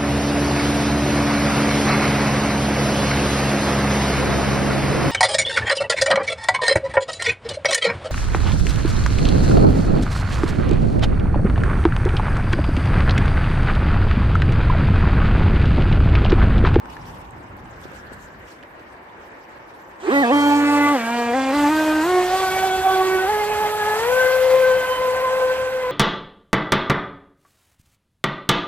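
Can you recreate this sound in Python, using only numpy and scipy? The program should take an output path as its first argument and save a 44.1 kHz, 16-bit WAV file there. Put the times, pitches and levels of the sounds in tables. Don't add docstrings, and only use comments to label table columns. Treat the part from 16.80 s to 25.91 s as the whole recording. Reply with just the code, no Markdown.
import sys
import numpy as np
from scipy import signal
from scipy.fft import rfft, irfft, next_fast_len
from scipy.io import wavfile
from scipy.ndimage import uniform_filter1d, map_coordinates

SR = 44100
rng = np.random.default_rng(int(sys.argv[2]) if len(sys.argv) > 2 else 0)


def master_out(mix):
    frames = np.transpose(np.atleast_2d(mix))
    ceiling = np.clip(frames, -1, 1)
    pcm = np.round(ceiling * 32767).astype(np.int16)
    wavfile.write(sys.argv[1], SR, pcm)


N = 401751

# frequency in Hz, correlation from -1 to 1.
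AIR_LIKENESS = [(60, 0.94), (180, 0.92), (550, 0.6), (1640, -0.14), (4950, 0.051), (14900, -0.019)]
# start in seconds, glide time in seconds, new whine pitch in Hz.
THROTTLE = [(3.2, .085, 150.2), (3.265, .08, 282.6), (3.415, .03, 235.8), (3.495, 0.034, 289.1),
            (3.6, 0.49, 290.6), (4.12, .085, 229.5), (4.249, 0.0822, 237.5), (4.52, 0.046, 265.9),
            (4.71, 0.046, 291.8), (4.87, 0.052, 310.4), (5.21, .09, 364.2), (5.48, 0.062, 376.7),
            (6.45, .06, 422.2), (7.115, .26, 513.6), (7.4, 0.32, 517), (7.8, 0.37, 509.5),
            (8.2, 0.39, 516.2), (8.7, 0.42, 510)]
CREEP_HZ = 100.2
# frequency in Hz, correlation from 0 to 1.
BOAT_LIKENESS = [(200, .95), (1000, .9), (2000, .8), (4000, .65), (8000, .5), (14000, .45)]


def from_db(db):
    return 10 ** (np.asarray(db) / 20)


def rms_one(x):
    return x / np.sqrt(np.mean(x ** 2) + 1e-20)


def in_time(rows, before=None):
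    s, *columns = np.transpose(rows)
    t = np.arange(N) / SR
    return [np.interp(t, s, column, left=before) for column in columns]


def at_hz(points, hz):
    point_hz, value = np.array(points).T
    return np.interp(np.log(hz), np.log(point_hz), value)


def drift(rate_hz):
    step = 40
    pole = np.exp(-2 * np.pi * rate_hz * step / SR)
    white = rng.standard_normal(N // step + 2002)
    slow = signal.lfilter([1], [1, -2 * pole, pole * pole], white)[2000:]
    return np.interp(np.arange(N) / step, np.arange(len(slow)), rms_one(slow))


def banded_noise(spectrum, likeness, patchy_db, above_hz=None):
    out, power, together = 0, 0, drift(9.1)
    lowest, highest = spectrum[0][0], spectrum[-1][0]
    edges = lowest * 2 ** np.arange(0, np.log2(highest / lowest) + 1 / 3, 1 / 3)
    white = rng.standard_normal((2, 2, N))
    for k, (low, high) in enumerate(zip(edges, edges[1:])):
        band = signal.butter(2, [low, high], "band", fs=SR, output="sos")
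        mid, side = signal.sosfilt(band, white[k % 2])
        hz = np.sqrt(low * high)
        alike = np.clip(at_hz(likeness, hz), -1, 1)
        gain = from_db(at_hz(spectrum, hz))
        power += gain ** 2 * (high - low) / SR * 2
        gain = gain * from_db(patchy_db * (0.61 * together + drift(17.5)))
        if above_hz is not None:
            gain = gain / (1 + (above_hz / hz) ** 2.76)
        out = out + gain * (np.sqrt(1 + alike) * mid + np.sqrt(1 - alike) * side * [[1], [-1]])
    return out / np.sqrt(2 * power)


def traffic():
    # frequency in Hz, relative level in dB per Hz.
    spectrum = [(59, -47), (100, -25), (341, -3), (466, -10.5), (514, -4), (926, -15), (1870, -8.5),
                (2100, -14), (5000, -47), (6500, -71), (11000, -120)]
    return from_db(-44.5) * banded_noise(spectrum, AIR_LIKENESS, patchy_db=1.6)


def wind():
    # frequency in Hz, relative level in dB per Hz.
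    spectrum = [(20, -42), (35, -11.5), (60, -3.5), (110, -6.5), (200, -9), (400, -16.5)]
    # time in seconds, level in dB.
    strength = [(0, -43), (.45, -42), (1.6, -47), (1.74, -54.5), (3.98, -58), (4.8, -43), (7.69, -43),
                (9.11, -46)]
    return from_db(in_time(strength)[0]) * banded_noise(spectrum, AIR_LIKENESS, patchy_db=2.0)


def car():
    # time in seconds, low roar in dB, high roar in dB, centre of high roar in Hz.
    passing = [(0, -39, -71, 1372), (1, -47, -48.5, 1457), (1.35, -47, -44.5, 1582),
               (1.7, -50.5, -55, 1694), (2.2, -46, -57, 1700)]
    low_db, high_db, high_hz = in_time(passing)
    low_band = signal.butter(2, [740, 1100], "band", fs=SR, output="sos")
    low = signal.sosfilt(low_band, rng.standard_normal((2, N)))
    half_band = signal.butter(2, 200.0, fs=SR, output="sos")
    rumble = signal.sosfilt(half_band, rng.standard_normal((2, N)))
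    high = rumble * np.cos(2 * np.pi * np.cumsum(high_hz) / SR)
    return from_db(low_db) * rms_one(low) + from_db(high_db) * rms_one(high)


def cloth_rustle():
    # frequency in Hz, relative level in dB per Hz.
    spectrum = [(1500, -29), (2700, 10.5), (3600, 1), (5000, 2.5), (8300, -4), (12000, -10.5), (14500, -10)]
    # middle in seconds, half length in seconds, level in dB.
    rubs = [(0.126, 0.041, -54.5), (0.3, 0.12, -57), (0.62, 0.031, -71), (.9, .04, -64),
            (1.042, 0.032, -55.5), (1.15, .05, -55), (1.334, 0.014, -50.5), (1.426, .04, -59),
            (1.694, 0.055, -65), (2.63, .03, -66)]
    t = np.arange(N) / SR
    level = from_db(-63)
    for middle, half, db in rubs:
        level = level + from_db(db) * np.exp(-((t - middle) / half) ** 2)
    noise = banded_noise(spectrum, AIR_LIKENESS, patchy_db=3.5)
    return level * noise * from_db([[-.5], [.5]])


def knocks():
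    # time in seconds, ring level in dB, ring pitch in Hz, decay in seconds.
    hits = [(0.057, -28, 1520, 0.0015), (.101, -44, 4950, .002), (0.167, -30.5, 1720, 0.0041),
            (.255, -42, 4280, .0015), (0.508, -45, 8300, 0.0018), (.769, -49, 12000, .001),
            (0.856, -29, 800, 0.0028), (1.014, -47, 8350, 0.0022), (1.054, -25.5, 378, 0.0035),
            (1.116, -32, 604, 0.0015), (1.118, -46, 8300, 0.00081), (1.319, -27, 433, .003),
            (1.333, -42, 8050, 0.0012), (1.828, -41, 3000, 0.0023), (1.835, -31.5, 1790, 0.0015),
            (1.996, -51, 6000, 0.00082)]
    out, t = np.zeros((2, N)), np.arange(SR // 20) / SR
    puffs = rng.standard_normal((len(hits), 2, len(t)))
    for (s, db, hz, decay), puff in zip(hits, puffs):
        start = round(s * SR)
        fade = np.exp(-t / max(decay, .0003))
        dull = signal.butter(2, min(1.25 * hz, 15000), fs=SR)
        crack = 0.64 * rms_one(signal.lfilter(*dull, puff))
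        ring = np.sin(2 * np.pi * hz * t)
        out[:, start:start + len(t)] += from_db(db) * (ring + crack) * fade
    return out


def shaft_hz():
    t, hz = np.arange(N) / SR, np.full(N, float(CREEP_HZ))
    old_speeds = [CREEP_HZ] + [row[2] for row in THROTTLE]
    for (s, glide, new), old in zip(THROTTLE, old_speeds):
        u = np.clip((t - s) / glide, 0, 1)
        hz += (new - old) * u * u * (3 - 2 * u)
    return hz


def side_tones(turn):
    # start in seconds, end in seconds, lower tone in dB, upper tone in dB.
    spells = [(3.33, 3.435, -48, -39), (3.526, 4.124, -44, -36)]
    spacing_hz, edge_s = 191, .02
    t, out = np.arange(N) / SR, np.zeros(N)
    beat = 2 * np.pi * spacing_hz * t
    for start, end, lower_db, upper_db in spells:
        gate = np.clip(np.minimum(t - start, end - t) / edge_s + .5, 0, 1)
        pair = from_db(lower_db) * np.sin(turn - beat) + from_db(upper_db) * np.sin(turn + beat)
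        out += np.sqrt(2) * gate * pair
    return out


def whine(hz, pan_db, lag, rough):
    # time in seconds, level in dB.
    whine_level = [(3.23, -55), (3.32, -33.5), (3.4, -32.4), (3.65, -32.5), (4.1, -34), (4.25, -36),
                   (4.7, -36.5), (4.8, -34.5), (5.2, -35), (5.4, -31.5), (5.55, -35), (6.0, -34),
                   (6.4, -33.4), (6.6, -36.5), (7.2, -37), (7.45, -35.5), (7.75, -32), (7.95, -35.5),
                   (8.1, -38), (8.55, -38), (9.1, -42)]
    # time in seconds, strength as a factor.
    wave_slaps = [(3.2, .3), (5.4, .5), (5.6, 1.1), (7.2, 1), (7.4, .7), (8, .7), (8.4, 1.5), (9.11, 1.2)]
    # frequency in Hz, gain in dB.
    hull = [(150, -32), (200, -11), (235, -3), (290, 4), (330, 3), (400, -4.5), (470, 2.2), (530, 7),
            (600, -2), (750, 8), (870, 7), (1150, 4.5), (1350, -.5), (1550, 7.5), (1800, 1), (2300, 0.5),
            (2700, -6.5), (3000, -6), (3400, -8.5), (3750, -13), (6500, -25)]
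    harmonics_db = [12.5, 6, 3.5, 0.5, -0.5, -2.5, 1.5, -1.5, -1, -1, -2, -1, -2, -4, 0]
    # middle in seconds, half length in seconds, change in dB.
    fades = [
        [(5.36, 0.062, 5), (5.75, 0.29, -2.5), (6.04, 0.023, -8), (6.25, 0.23, 2.5), (8.05, 0.043, -9),
         (8.16, 0.032, -11)],
        [(3.292, 0.016, 23.5), (3.38, .05, 5), (3.84, 0.16, -5.5), (4.27, 0.078, -13), (6.07, 0.037, 6.5),
         (6.29, 0.092, -9), (6.9, 0.028, -8), (7.69, 0.32, -9.5), (8.95, 0.11, -9.5)],
        [(3.25, 0.029, 27), (3.36, .1, -6.5), (3.84, 0.048, -8.5), (5.13, 0.037, -7), (5.48, 0.051, -15),
         (5.91, 0.13, -13), (6.41, 0.071, -10), (7.42, 0.082, 8.5), (7.73, 0.072, -17), (7.9, 0.073, 5)],
        [(4.07, .08, 4.5), (4.22, 0.029, -12), (5.44, 0.064, -16), (7.08, 0.098, 9), (8.67, 0.074, -20)],
        [(4.33, 0.032, -13), (5.97, 0.19, -10), (6.95, 0.051, -20)],
        [(3.45, 0.08, -11), (4.43, 0.04, -14), (5.75, 0.14, 6.5), (6.75, 0.094, 9), (8.1, 0.22, 15.5)],
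        [(3.375, 0.036, 11), (3.48, 0.023, -17), (3.72, 0.11, -12), (4.05, .1, 5.5), (4.8, 0.077, 3),
         (5.14, 0.22, -17), (8.08, 0.31, -14)],
        [(3.58, 0.22, -1), (4.95, 0.18, 0.5)],
        [(3.5, 0.077, -8), (4.0, .15, 7.5), (4.27, 0.14, -9), (6.0, 0.34, 12.5)],
        [(3.63, 0.37, -12), (4.35, 0.32, 4.5)],
        [(3.63, 0.094, 10), (3.9, 0.15, -10), (5.03, 0.18, -22)],
        [(3.6, 0.3, -22)],
        [(3.8, 0.24, -9), (4.4, 0.13, 4), (4.63, .09, 12)],
    ]
    dulling_db_per_s = 0.37
    fading_db, fundamental_fading_db, fading_hz = 2.5, 1.05, 8

    t, level_db = np.arange(N) / SR, in_time(whine_level)[0]
    since_start = t - THROTTLE[0][0]
    running = np.clip(since_start / 0.036, 0, 1)
    chop = np.maximum(in_time(wave_slaps)[0], 0)
    wavering_hz = hz * (1 + .005 * chop * drift(12))
    turn = 2 * np.pi * np.cumsum(wavering_hz) / SR
    speed_change = uniform_filter1d(np.abs(np.gradient(np.log(hz))) * SR, size=1000)
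    out = np.zeros((2, N))
    for k, db in enumerate(harmonics_db, 1):
        db = db + level_db + at_hz(hull, k * hz) - dulling_db_per_s * (k - 1) * since_start
        db = db + (fundamental_fading_db * chop if k == 1 else fading_db) * drift(fading_hz)
        for middle, half, change_db in (fades[k - 1] if k <= len(fades) else []):
            db = db + change_db * np.exp(-((t - middle) / half) ** 2)
        shake = rough * min(k, 3) ** 0.86 * (.5 + chop)
        blur = .06 * max(k - 3, 0) * np.minimum(speed_change, 3)
        flutter = shake * (drift(30) + 1j * drift(30))
        flutter = flutter + blur * (drift(120) + 1j * drift(120))
        load = (1 + flutter) / np.sqrt(1 + 2 * shake ** 2 + 2 * blur ** 2)
        phase = k * turn + rng.uniform(0, 2 * np.pi)
        line = np.sqrt(2) * from_db(db) * load * np.exp(1j * phase)
        late = 2 * np.pi * k * hz * lag / SR * (1 if k <= 9 else .4)
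        lean_db = pan_db / 2 if k == 1 else drift(1.8) - .4
        out += np.real([line * np.exp(-1j * late), line]) * from_db([lean_db, -lean_db])
    return (out + side_tones(turn)) * running


def churn(churn_db, hz):
    # frequency in Hz, relative level in dB per Hz.
    spectrum = [(210, -9), (300, -8.5), (500, 0.5), (800, 3.5), (1200, -1.5), (2000, -3.5), (3000, -8.5),
                (4500, -18), (7000, -20)]
    noise = banded_noise(spectrum, BOAT_LIKENESS, patchy_db=1.5, above_hz=0.77 * hz)
    return from_db(churn_db) * noise * from_db([[-.5], [.5]])


def spray(spray_db):
    # frequency in Hz, relative level in dB per Hz.
    spectrum = [(2500, -5.5), (4000, 3.5), (5500, -3.5), (8300, -0.5), (12000, -31)]
    noise = banded_noise(spectrum, BOAT_LIKENESS, patchy_db=2.1)
    return from_db(spray_db) * noise * from_db([[-.6], [.6]])


def mist(spray_db, hz):
    # frequency in Hz, relative level in dB per Hz.
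    spectrum = [(7000, -25), (9500, 0), (12000, -0.5), (14500, -11)]
    against_spray_db, db_per_octave, reference_hz = -9.5, 9.5, 300
    mist_db = spray_db + against_spray_db + db_per_octave * np.log2(hz / reference_hz)
    noise = banded_noise(spectrum, BOAT_LIKENESS, patchy_db=1.63)
    return from_db(mist_db) * noise * from_db([[.7], [-.7]])


def boat():
    # time in seconds, churn in dB, spray in dB.
    wash = [(3.2, -44, -59), (3.36, -29, -40), (3.51, -32, -45), (3.56, -30.5, -39), (4.15, -30, -39),
            (4.5, -37.5, -41), (4.68, -32.5, -41), (4.76, -33, -37.5), (5.15, -29.5, -40),
            (5.67, -29.5, -34), (5.93, -31, -37.5), (6.97, -29.5, -40), (7.26, -26, -38.5),
            (8.73, -31.5, -49), (9.11, -33, -54)]
    # time in seconds, left over right in dB for the fundamental, left lag in samples.
    bearing = [(3.2, 0, 11.5), (3.97, -2, 4.5), (4.4, 0.5, 2.5), (5.62, -2, -2.5), (6.5, -4.5, -3.5),
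               (6.67, -6.5, -3.5), (6.97, -5, -4), (7.3, 7.5, -4), (7.73, 5.5, -2.5), (8.55, 3, -4.5),
               (9.11, 1, -3.5)]
    churn_db, spray_db = in_time(wash, before=-120)
    pan_db, lag = in_time(bearing)
    hz = shaft_hz()
    tone = whine(hz, pan_db, lag, rough=0.094)
    water = churn(churn_db, hz) + spray(spray_db) + mist(spray_db, hz)
    water[0] = map_coordinates(water[0], [np.arange(N) - lag], order=3, mode="nearest")
    return water + tone


def scene():
    return traffic() + wind() + car() + cloth_rustle() + knocks() + boat()


def record(dry):
    # frequency in Hz, gain in dB.
    port = [(7000, 0), (8300, 2.5), (8800, 0.5), (9300, -4.5), (11000, 1.5), (13000, 5)]
    cutoff_hz = 14570
    size = next_fast_len(N)
    colour = from_db(at_hz(port, np.fft.rfftfreq(size, 1 / SR) + 1))
    coloured = irfft(rfft(dry, size) * colour, size)[:, :N]
    steep_cut = signal.ellip(12, .5, 90, cutoff_hz, fs=SR, output="sos")
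    return signal.sosfilt(steep_cut, coloured)


dry = scene()
out = record(dry)
master_out(out)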